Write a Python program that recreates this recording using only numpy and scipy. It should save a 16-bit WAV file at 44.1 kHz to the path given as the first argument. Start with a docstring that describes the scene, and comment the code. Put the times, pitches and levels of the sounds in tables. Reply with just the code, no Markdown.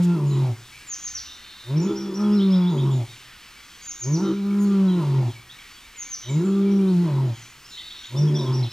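"""Lion roaring in a clearing

A male lion roars five times, the first already under way: a clear moan breaks into a growl as the throat
rattles. The voice is harmonics on the fold pitch, plus ragged thirds of it, through throat and mouth bands.
Near and far birds are gliding sines and buzzing trills, smeared by noise tails scattered from the trunks.
Leaves, air and microphone hiss are coloured noise, with a few rustles and a low gust on top."""
import sys
import numpy as np
from scipy import signal
from scipy.fft import rfft, irfft, next_fast_len
from scipy.io import wavfile
from scipy.ndimage import uniform_filter1d

SR = 44100
rng = np.random.default_rng(int(sys.argv[2]) if len(sys.argv) > 2 else 0)


def master(y):
    """Save y as 16-bit WAV."""
    cut = np.clip(np.atleast_2d(y).T, -1, 1)
    pcm = np.round(cut * 32767)  # scale
    wavfile.write(sys.argv[1], SR, pcm.astype(np.int16))


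N = 384552  # length in samples


def undb(db):
    """Amplitude of a level in dB."""
    return 10 ** (np.asarray(db) / 20)


def unit(x):
    """Scale to rms 1."""
    return x / np.sqrt(np.mean(x ** 2))


def on_log(table, hz):
    """Read a (Hz, value) table on a log-frequency axis."""
    f, v = np.transpose(table)
    return np.interp(np.log(np.maximum(hz, 1)), np.log(f), v)


def resonance(hz, centre_hz, width_hz):
    """Gain of one resonance, 1 at its centre."""
    return 1 / np.sqrt(1 + ((hz - centre_hz ** 2 / np.maximum(hz, 1)) / width_hz) ** 2)


def shape(x, gain):
    """Filter by a gain given as a function of frequency."""
    n = next_fast_len(N + 8192)
    return irfft(rfft(x, n) * gain(np.arange(n // 2 + 1) * SR / n), n)[..., :N]


def walk(rate):
    """Random levels held 1 / rate s and slewed twice, drawn on a coarse grid; spread 1."""
    hop = 32  # samples per grid point
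    k = int(SR / hop / rate)
    held = np.repeat(rng.standard_normal(N // (hop * k) + 2), k)
    coarse = unit(uniform_filter1d(uniform_filter1d(held, k), k))
    return np.interp(np.arange(N) / hop, np.arange(len(coarse)), coarse)


def blend(clear, rough, share):
    """Mix two sounds by their share of the power."""
    return np.sqrt(1 - share) * clear + np.sqrt(share) * rough


def echoes(x, t60_s, rise_s):
    """Scatter from many trunks: a fading noise tail of unit energy."""
    t = np.arange(SR) / SR
    tail = rng.standard_normal(SR) * np.exp(-np.log(1000) * t / t60_s) * np.minimum(t / rise_s, 1)
    return signal.fftconvolve(x, tail / np.sqrt(np.sum(tail ** 2)))[:N]


BED_DB = -47.5  # rms of the middle
# Colour of leaves, air and hiss. Each row: frequency in Hz, relative density in dB per Hz.
BED_COLOUR = [(20, -7.5), (26, -1.5), (31, 1.5), (41, -16.5), (52, -1.5), (80, -8.5), (130, -12.5),
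              (300, -13), (600, -22), (1150, -11), (2500, -10.5), (5000, -14.5), (8000, -20), (15500, -30)]
# Width of the bed. Each row: frequency in Hz, side level in dB relative to the steady middle.
BED_SIDE = [(400, -42), (1500, -28), (5000, -31), (8000, -18), (12000, -0.5)]


def bed():
    """Leaves rustle in patches over steady air and hiss; the bass is alike in both ears, the treble less so."""
    colour = lambda f: undb(on_log(BED_COLOUR, f))
    steady = shape(rng.standard_normal(N), colour)
    patches = 0
    # each stretch of foliage swells on its own
    for hz in (1500, 2500, 4000, 6500, 10000):
        swell = undb(1.4 * walk(8)) - 1
        patches = patches + swell * shape(steady, lambda f: resonance(f, hz, .6 * hz) ** 2)
    mid = steady + patches
    side = shape(rng.standard_normal(N), lambda f: colour(f) * undb(on_log(BED_SIDE, f)))
    return undb(BED_DB) * np.array([mid + side, mid - side]) / np.sqrt(np.mean(mid ** 2))


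# Brief rustles and a low gust on the microphone. Each row: middle in seconds, time from there until the
# swell falls to 1/e in seconds, centre in Hz, resonance width before squaring in Hz, peak level in dB.
RUSTLES = [(0.04, 0.019, 5950, 7000, -43.5), (1.167, 0.13, 67.5, 24.5, -53.5),
           (4.629, 0.022, 11000, 6070, -50), (5.579, .02, 9000, 6000, -69)]


def rustles():
    """Short swells of noise in one broad band each."""
    t = np.arange(N) / SR
    out = 0
    for at, length, hz, width_hz, db in RUSTLES:
        noise = unit(shape(rng.standard_normal(N), lambda f: resonance(f, hz, width_hz) ** 2))
        out = out + undb(db) * np.exp(-((t - at) / length) ** 4) * noise
    return out


def whistle(notes):
    """Each note is a sine that glides to its bend and on to its end; one that turns back does so in an arch."""
    out = np.zeros(N + SR)
    for start, first, second, hz0, hz1, hz2, db in notes:
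        t = np.arange(int((first + second) * SR)) / SR
        if (hz1 - hz0) * (hz2 - hz1) < 0:
            curve, rise, fade = 1.7, .008, .5
        else:
            curve, rise, fade = 1, .6 * first if hz1 < hz0 else .005, 1.2
        before, after = np.clip(1 - t / first, 0, 1), np.clip((t - first) / second, 0, 1)
        hz = hz1 + (hz0 - hz1) * before ** curve + (hz2 - hz1) * after ** curve
        hz = uniform_filter1d(hz, size=200)
        # a quick swell at the start, fading through the last glide
        swell = np.minimum(t / rise, 1) * (1 - after) ** fade
        i = int(start * SR)
        out[i:i + len(t)] += np.sqrt(2) * undb(db) * swell * np.sin(2 * np.pi * np.cumsum(hz) / SR)
    return out[:N]


CHORUS_PER_S, CHORUS_HZ, CHORUS_DB = 90, 2900, -62  # notes a second, usual pitch, usual level before the wood


def chorus():
    """Far birds: many short notes at chance times and pitches."""
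    count = int(CHORUS_PER_S * N / SR)
    even, bell = rng.random((count, 3)).T, rng.standard_normal((count, 4)).T
    start, first, second = even[0] * N / SR, 0.0093 + .03 * even[1], 0.016 + 0.051 * even[2]
    hz = np.clip(CHORUS_HZ * np.exp(.33 * bell[0]), 1300, 7000)
    start_hz, end_hz = hz * np.exp(.12 * bell[1]), hz * np.exp(.12 * bell[2])
    return whistle(zip(start, first, second, start_hz, hz, end_hz, CHORUS_DB + 3 * bell[3]))


# Buzzing trills. Each row: start in seconds, end in seconds, low pitch in Hz, usual high pitch in Hz,
# mean sweeps a second, usual level in dB before the wood.
TRILLS = [(1.23, 1.722, 3630, 4215, 60, -49.5), (2.345, 2.497, 3720, 4300, 60, -45.5),
          (7.697, 8.125, 3640, 4350, 60, -45.5), (1.24, 1.34, 3600, 3900, 90, -45),
          (1.22, 1.33, 2750, 3050, 90, -51), (4.22, 4.325, 3700, 4000, 90, -45),
          (4.22, 4.32, 2950, 3250, 90, -48), (6.205, 6.325, 3700, 4000, 90, -44),
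          (6.205, 6.32, 3000, 3300, 90, -48)]


def trills():
    """A whistle swept up and down so fast and unevenly that it buzzes, lingering at the low end."""
    t, out = np.arange(N) / SR, 0
    for start, end, low_hz, high_hz, rate, db in TRILLS:
        sweep = np.sin(np.pi * np.cumsum(rate * (1 + 0.23 * walk(40))) / SR) ** 4
        gate = np.clip(np.minimum(t - start, end - t) / 0.03, 0, 1)
        level = gate * undb(db + 2.5 * walk(50))
        hz = low_hz + (high_hz - low_hz) * sweep * (1 + .2 * walk(30))
        out = out + level * np.sin(2 * np.pi * np.cumsum(hz) / SR)
    return out


# The nearest bird glides down, then plunges. Each row: start in seconds, glide in seconds, plunge in seconds,
# start pitch in Hz, bend pitch in Hz, end pitch in Hz, level in dB before the wood.
SONG = [(0.864, .074, .01, 7550, 5950, 3800, -33), (1.02, .056, .01, 7050, 6100, 2900, -32),
        (1.14, .026, .038, 6020, 5760, 2950, -32), (3.84, .068, .018, 7400, 6250, 4500, -35.5),
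        (3.99, .047, .01, 7270, 6170, 3600, -32.5), (4.12, .03, .025, 6280, 5720, 3230, -36),
        (5.96, .064, .012, 7226, 6200, 5130, -35.5), (6.09, .055, .014, 6720, 5820, 3550, -33)]
# Other calls, by kind. Each kind: time to the bend in seconds, time after it in seconds, start and end pitch
# as ratios to the bend; then its notes, each row: start in seconds, bend pitch in Hz, level in dB before the wood.
CALLS = { "arch": ((.027, .052, .81, .8), [ (1.76, 5830, -44.5), (1.95, 5740, -43.5), (2.135, 5790, -44),
         (2.315, 5570, -45), (2.5, 5460, -44.5), (7.64, 5600, -50), (8.16, 5720, -41.5), (8.34, 5700, -40),
         (8.525, 5666, -40.5), (8.7, 5620, -45)]), "shallow arch": ((0.017, .03, 0.92, .94),
         [ (1.87, 3520, -49), (2.05, 3483, -51), (2.23, 3382, -50), (2.61, 3470, -45.5), (4.875, 3989, -45),
         (8.152, 3600, -48)]), "steep arch": ((.009, .024, .68, .64), [(8.625, 4160, -37.5)]),
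         "long level note": ((.04, .052, .95, .96), [ (2.69, 6750, -57), (3.07, 3750, -54),
         (3.78, 4800, -55), (5.7, 4580, -57), (6.7, 5800, -54.5), (7.33, 6750, -57), (8.01, 6790, -57)]),
         "upslur": ((.02, .036, .83, 1.13), [ (2.39, 3460, -41), (2.525, 3760, -42.5), (2.66, 3780, -43),
         (2.775, 3644, -43), (2.9, 3590, -49), (5.49, 3760, -46), (6.87, 4180, -48.5), (7.77, 3560, -42),
         (7.9, 3730, -43), (8.03, 3660, -43.5)]), "downslur": ((.025, 0.035, 1.1, .9), [ (.255, 6790, -51),
         (.3, 3890, -47.5), (1.805, 6796, -46.5), (2.905, 7000, -50), (3.81, 6350, -45.5),
         (4.585, 6700, -48.5), (4.63, 4400, -55), (4.875, 3163, -48.5), (6.285, 7090, -43),
         (7.69, 6800, -52), (7.71, 3940, -45.5), (7.85, 3800, -48)]), "chip": ((.011, .018, 1.07, .9),
         [ (.32, 7240, -49), (4.668, 7140, -54), (6.445, 7260, -46.5), (7.345, 3200, -51),
         (7.415, 6040, -49), (8.27, 3250, -46), (8.348, 3420, -38), (8.387, 3720, -38), (8.46, 3300, -45)]),
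         "low peep": ((0.0234, .045, 1.08, .96), [ (.72, 2400, -52), (3.8, 2180, -54), (4.49, 2200, -52),
         (5.34, 2248, -51), (5.57, 2200, -50.5), (5.95, 2095, -49), (6.28, 2192, -47.5),
         (6.64, 2322, -50.5), (7.365, 2010, -53), (7.765, 2000, -50)])}


def near_birds():
    """Near birds whistle: the plunging song and calls that bend once."""
    notes = list(SONG)
    for (first, second, up, down), rows in CALLS.values():
        notes += [(s, first, second, hz * up, hz, hz * down, db) for s, hz, db in rows]
    return whistle(notes)


# The roars. Each row: start in seconds, break in seconds, end in seconds; the first is already under way.
ROARS = [(-.7, .192, .536), (1.71, 2.754, 3.04), (4.074, 5.032, 5.302), (6.306, 7.092, 7.335),
         (8.154, 8.4, 8.675)]
# Every roar opens, breaks and closes alike. Each row of the next four tables: time in seconds, pitch in Hz,
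# then levels in dB of fundamental, throat band, pharynx band and mouth band, before they waver.
# Opening, timed from the start: the fundamental dips as the pitch jumps up.
OPENING = [(-.07, 112, -56, -68, -82, -75), (-.036, 120, -39, -46, -58, -62), (0, 133, -24, -35, -46, -48),
           (.032, 146, -21.5, -38, -45, -47), (.065, 156, -16.5, -29.5, -55, -49),
           (.108, 170, -23, -25, -50, -44), (.128, 184, -27, -25, -48, -42),
           (.155, 197.1, -19, -29, -45, -45)]
# The moan between opening and break, one table a roar in scene time; the last stays low.
MOANS = [
    [(0, 177, -16, -40, -42, -45), (.046, 177, -18, -30, -56, -52), (.106, 173, -17.5, -29, -53, -42)],
    [(1.914, 208, -34, -27.5, -47, -40), (1.99, 196, -34, -31.5, -55, -47.5),
     (2.056, 203, -29, -33.5, -55, -46.5), (2.136, 186, -33.5, -28.5, -58, -52.5),
     (2.208, 207, -21, -33.5, -45, -38), (2.328, 207, -16.5, -31, -43, -39.5),
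     (2.42, 197, -18, -27.5, -50, -46), (2.562, 184, -15, -39, -41, -41.5)],
    [(4.27, 195, -26.5, -27, -48, -39), (4.326, 193, -25.5, -25.5, -54, -44.5),
     (4.358, 199, -27, -35.5, -55, -51), (4.626, 202.6, -17.5, -35, -50, -45),
     (4.736, 198, -17.5, -29.5, -47, -45), (4.864, 189, -16, -34, -41, -42.5)],
    [(6.48, 195, -20, -25, -41, -42), (6.536, 197, -19.5, -27, -43, -46),
     (6.758, 198, -17.5, -26, -45, -47), (6.878, 189, -18.5, -29, -42, -44),
     (6.978, 174, -16.5, -33, -46, -49)],
    [(8.192, 144, -17.5, -36, -41, -49), (8.248, 150, -16.5, -28.5, -49, -46),
     (8.356, 150, -19.5, -33, -46, -48), (8.45, 131, -27.5, -31, -44, -48),
     (8.506, 130, -21, -35.5, -50, -45)],
]
# Break, timed from the break: the pitch drops into the growl.
BREAK = [(-.05, 175, -20.5, -27, -52, -43), (0, 147, -24, -31, -45, -40), (.04, 143, -20, -35, -48, -44)]
# Closing, timed from the end of the roar.
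CLOSING = [(-.15, 135, -20, -33, -54, -42), (-.085, 131.1, -19, -38, -46, -46),
           (-.03, 120, -21.5, -37.5, -53, -46), (0, 110.9, -27, -43, -60, -51),
           (.03, 112, -50, -60, -72, -66), (.1, 112, -53, -66, -75, -66)]


def roar_curves():
    """Opening, moan, break and closing joined into one table a roar."""
    moved = lambda rows, at: [(at + s, *rest) for s, *rest in rows]
    tables = []
    for (start, turn, end), moan in zip(ROARS, MOANS):
        opening = [r for r in moved(OPENING, start) if r[0] < moan[0][0]]
        breaking = [r for r in moved(BREAK, turn) if r[0] > moan[-1][0]]
        tables.append(opening + moan + breaking + moved(CLOSING, end))
    return tables


CLEAR_SHARE, GROWL_SHARE = .045, .68  # rattle in the moan and after the break, 0-1
GROWL_LEAD_S, GROWL_FADE_S = .03, .08
# Rattling besides the growl after each break. Each row: from in seconds, to in seconds, share of rattle 0-1.
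RATTLES = [(1.82, 2.17, .7), (2.2, 2.43, .16), (4.2, 4.35, .6), (4.48, 4.74, .13), (6.42, 6.49, .3),
           (6.6, 6.82, .09), (8.1, 8.45, .62)]


def growl_curve(t):
    """How much the throat rattles, slewed between clear and growling stretches."""
    growl = np.full(N, CLEAR_SHARE)
    breaks = [(turn - GROWL_LEAD_S, end + .15, GROWL_SHARE) for _, turn, end in ROARS]
    for a, b, share in breaks + RATTLES:
        growl[(t >= a) & (t < b)] = share
    return uniform_filter1d(growl, size=int(GROWL_FADE_S * SR))


LIPS_HZ, LIPS_WIDE_HZ = 963, 1264  # lip resonance, usual and parted
WIDE_FROM_HZ, WIDE_AT_HZ = 186, 195.3  # fold pitches over which the lips part
LIPS_SHUT_HZ, LIPS_CLOSE_S = 760, .14


def lips_curve(t, hz):
    """The lips part at the highest pitches; as each roar ends they close and their resonance sinks."""
    lips_hz = np.interp(hz, [WIDE_FROM_HZ, WIDE_AT_HZ], [LIPS_HZ, LIPS_WIDE_HZ])
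    for _, _, end in ROARS:
        closing = (t > end - LIPS_CLOSE_S) & (t < end + .2)
        lips_hz[closing] = np.interp(t[closing], [end - LIPS_CLOSE_S, end - .04], [LIPS_HZ, LIPS_SHUT_HZ])
    return lips_hz


def partials(phase, hz, orders, gain, smear, waver_db):
    """Partials weighted by a resonance curve, rms near 1; each drifts in phase and level as the folds lose step."""
    tone, power = 0, 0
    for k in orders:
        weight = gain(k * hz)
        level = weight * undb(waver_db * walk(18))
        tone = tone + level * np.sin(k * phase + 2 * np.pi * rng.random() + smear * walk(50))
        power = power + weight ** 2
    return tone * np.sqrt(2 / power)


LIPS_WIDTH_HZ = 230  # before squaring
MOUTH_TOP_HZ = 1560  # little passes above the highest cavity
# Steady mouth cavities. Each row: centre in Hz, resonance width before squaring in Hz,
# level in dB relative to the lips with the jaw open.
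MOUTH = [(905, 190, -3.5), (1047, 100, -13), (1374, 243, -2.5)]


def mouth_gain(f, lips_hz, shut):
    """Steady cavities, dulled as the jaw closes, beside the moving lip resonance."""
    power = resonance(f, lips_hz, LIPS_WIDTH_HZ) ** 4
    for centre_hz, width_hz, db in MOUTH:
        open_db = db - 11.3 * shut * (centre_hz / 1400) ** 2
        power = power + (undb(open_db) * resonance(f, centre_hz, width_hz) ** 2) ** 2
    return np.sqrt(power) / (1 + (f / MOUTH_TOP_HZ) ** 14)


THROAT_HZ, THROAT_WIDTH_HZ = 341.7, 109  # width before squaring
PHARYNX_HZ, PHARYNX_WIDTH_HZ = 575, 110  # width before squaring and before the growl broadens it
RING_HZ, RING_WANDER = 349, .05  # throat ring: mean pitch, spread as a share of it
BEAT_DB = -1.5  # difference tone of ring and folds relative to the ring, jaw closed
BREATHY = .27  # ragged share of the mouth band before the growl adds to it
FLICKER_DB = 2.5  # spread of the upper bands' flicker at full growl


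def lion():
    """Clear harmonics on the fold pitch; in the growl, ragged thirds of it fill the gaps and the throat rings."""
    t = np.arange(N) / SR
    roars = roar_curves()
    s, *columns = np.transpose(np.vstack(roars))
    hz, voice_db, throat_db, pharynx_db, mouth_db = (np.interp(t, s, c) for c in columns)
    sounding = uniform_filter1d(sum((t >= r[0][0]) * (t <= r[-1][0]) * 1. for r in roars), size=800)
    growl = growl_curve(t)
    ring_hz = RING_HZ * (1 + RING_WANDER * walk(14))
    lips_hz = lips_curve(t, hz)
    flicker = lambda: undb(FLICKER_DB * growl * walk(16))
    jitter = (.004 + .01 * growl) * walk(40)
    phase = 2 * np.pi * np.cumsum(hz * (1 + jitter)) / SR
    # the jaw closes as the pitch sinks, which dulls the upper cavities
    shut = np.clip((196 - hz) / 55, 0, 1)
    # loose folds above the cords slap once in three cycles
    slap, slap_hz = phase / 3, hz / 3
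    voice = np.sqrt(2) * np.sin(phase) * (1 + .1 * growl * np.cos(slap)) * undb((.2 + growl) * walk(35))

    def band(gain, low, high, share, smear, waver_db):
        """Blend clear harmonics with ragged thirds in one resonance."""
        clear = partials(phase, hz, range(low, high), gain, .3 * growl + .1, waver_db)
        rough = partials(slap, slap_hz, range(3 * low - 2, 3 * high - 2), gain, smear, waver_db)
        return blend(clear, rough, share)

    # the throat rings unsteadily at a pitch of its own and beats against the folds
    swing = 2 * np.pi * np.cumsum(ring_hz) / SR + .5 * walk(40)
    beat = undb(BEAT_DB) * (.2 + .8 * shut) * np.sin(swing - phase)
    ring = np.sqrt(2) * (np.sin(swing) + beat) * undb(3 * walk(45))
    throat_gain = lambda f: resonance(f, THROAT_HZ, THROAT_WIDTH_HZ) ** 2
    throat = blend(band(throat_gain, 2, 4, .8 * growl, .7, 1.), ring, .6 * growl)
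    pharynx_gain = lambda f: resonance(f, PHARYNX_HZ, PHARYNX_WIDTH_HZ * (1 + .4 * growl)) ** 2
    pharynx = band(pharynx_gain, 3, 6, .05 + .6 * growl, .9, 2.5)
    ragged = np.clip(BREATHY + .55 * growl, 0, 1)
    mouth = band(lambda f: mouth_gain(f, lips_hz, shut), 4, 12, ragged, 1., 3.2)
    sound = undb(voice_db) * voice
    for db, layer in ((throat_db, throat), (pharynx_db, pharynx), (mouth_db, mouth)):
        sound = sound + undb(db) * flicker() * layer
    # little of the voice sounds below its lowest pitch
    return shape(sounding * sound, lambda f: 1 / np.sqrt(1 + (98 / np.maximum(f, 1)) ** 16))


DIRECT_DB = -1  # near birds sit behind leaves
TRUNKS_T60_S, TRUNKS_DB = .33, 1
WOOD_T60_S, WOOD_DB = .7, -7.5
CLEARING_T60_S, CLEARING_DB = 0.83, -24


def scene():
    """The bed, rustles, birds in the wood and the lion with the clearing's echo."""
    roar = lion()
    roar = roar + undb(CLEARING_DB) * echoes(roar, CLEARING_T60_S, 0.032)
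    near, far = near_birds() + trills(), chorus()
    birds = near + far
    # near trunks answer at once, the deep wood later and longer
    trunks = undb(TRUNKS_DB) * echoes(birds, TRUNKS_T60_S, 0.0051)
    wood = undb(WOOD_DB) * echoes(birds, WOOD_T60_S, 0.095)
    return roar + undb(DIRECT_DB) * near + 0.44 * far + trunks + wood + rustles() + bed()


STEREO_FROM_HZ, TOP_HZ = 1400, 15550


def record(dry):
    """The right port hears one sample late, the bass is merged to the middle, the top is cut."""
    left, right = dry[0], np.append(0, dry[1][:-1])
    side = shape((left - right) / 2, lambda f: 1 / np.sqrt(1 + (STEREO_FROM_HZ / np.maximum(f, 1)) ** 8))
    both = (left + right) / 2 + np.array([side, -side])
    return signal.sosfilt(signal.ellip(10, .2, 80, TOP_HZ, fs=SR, output="sos"), both)


dry = scene()
out = record(dry)
master(out)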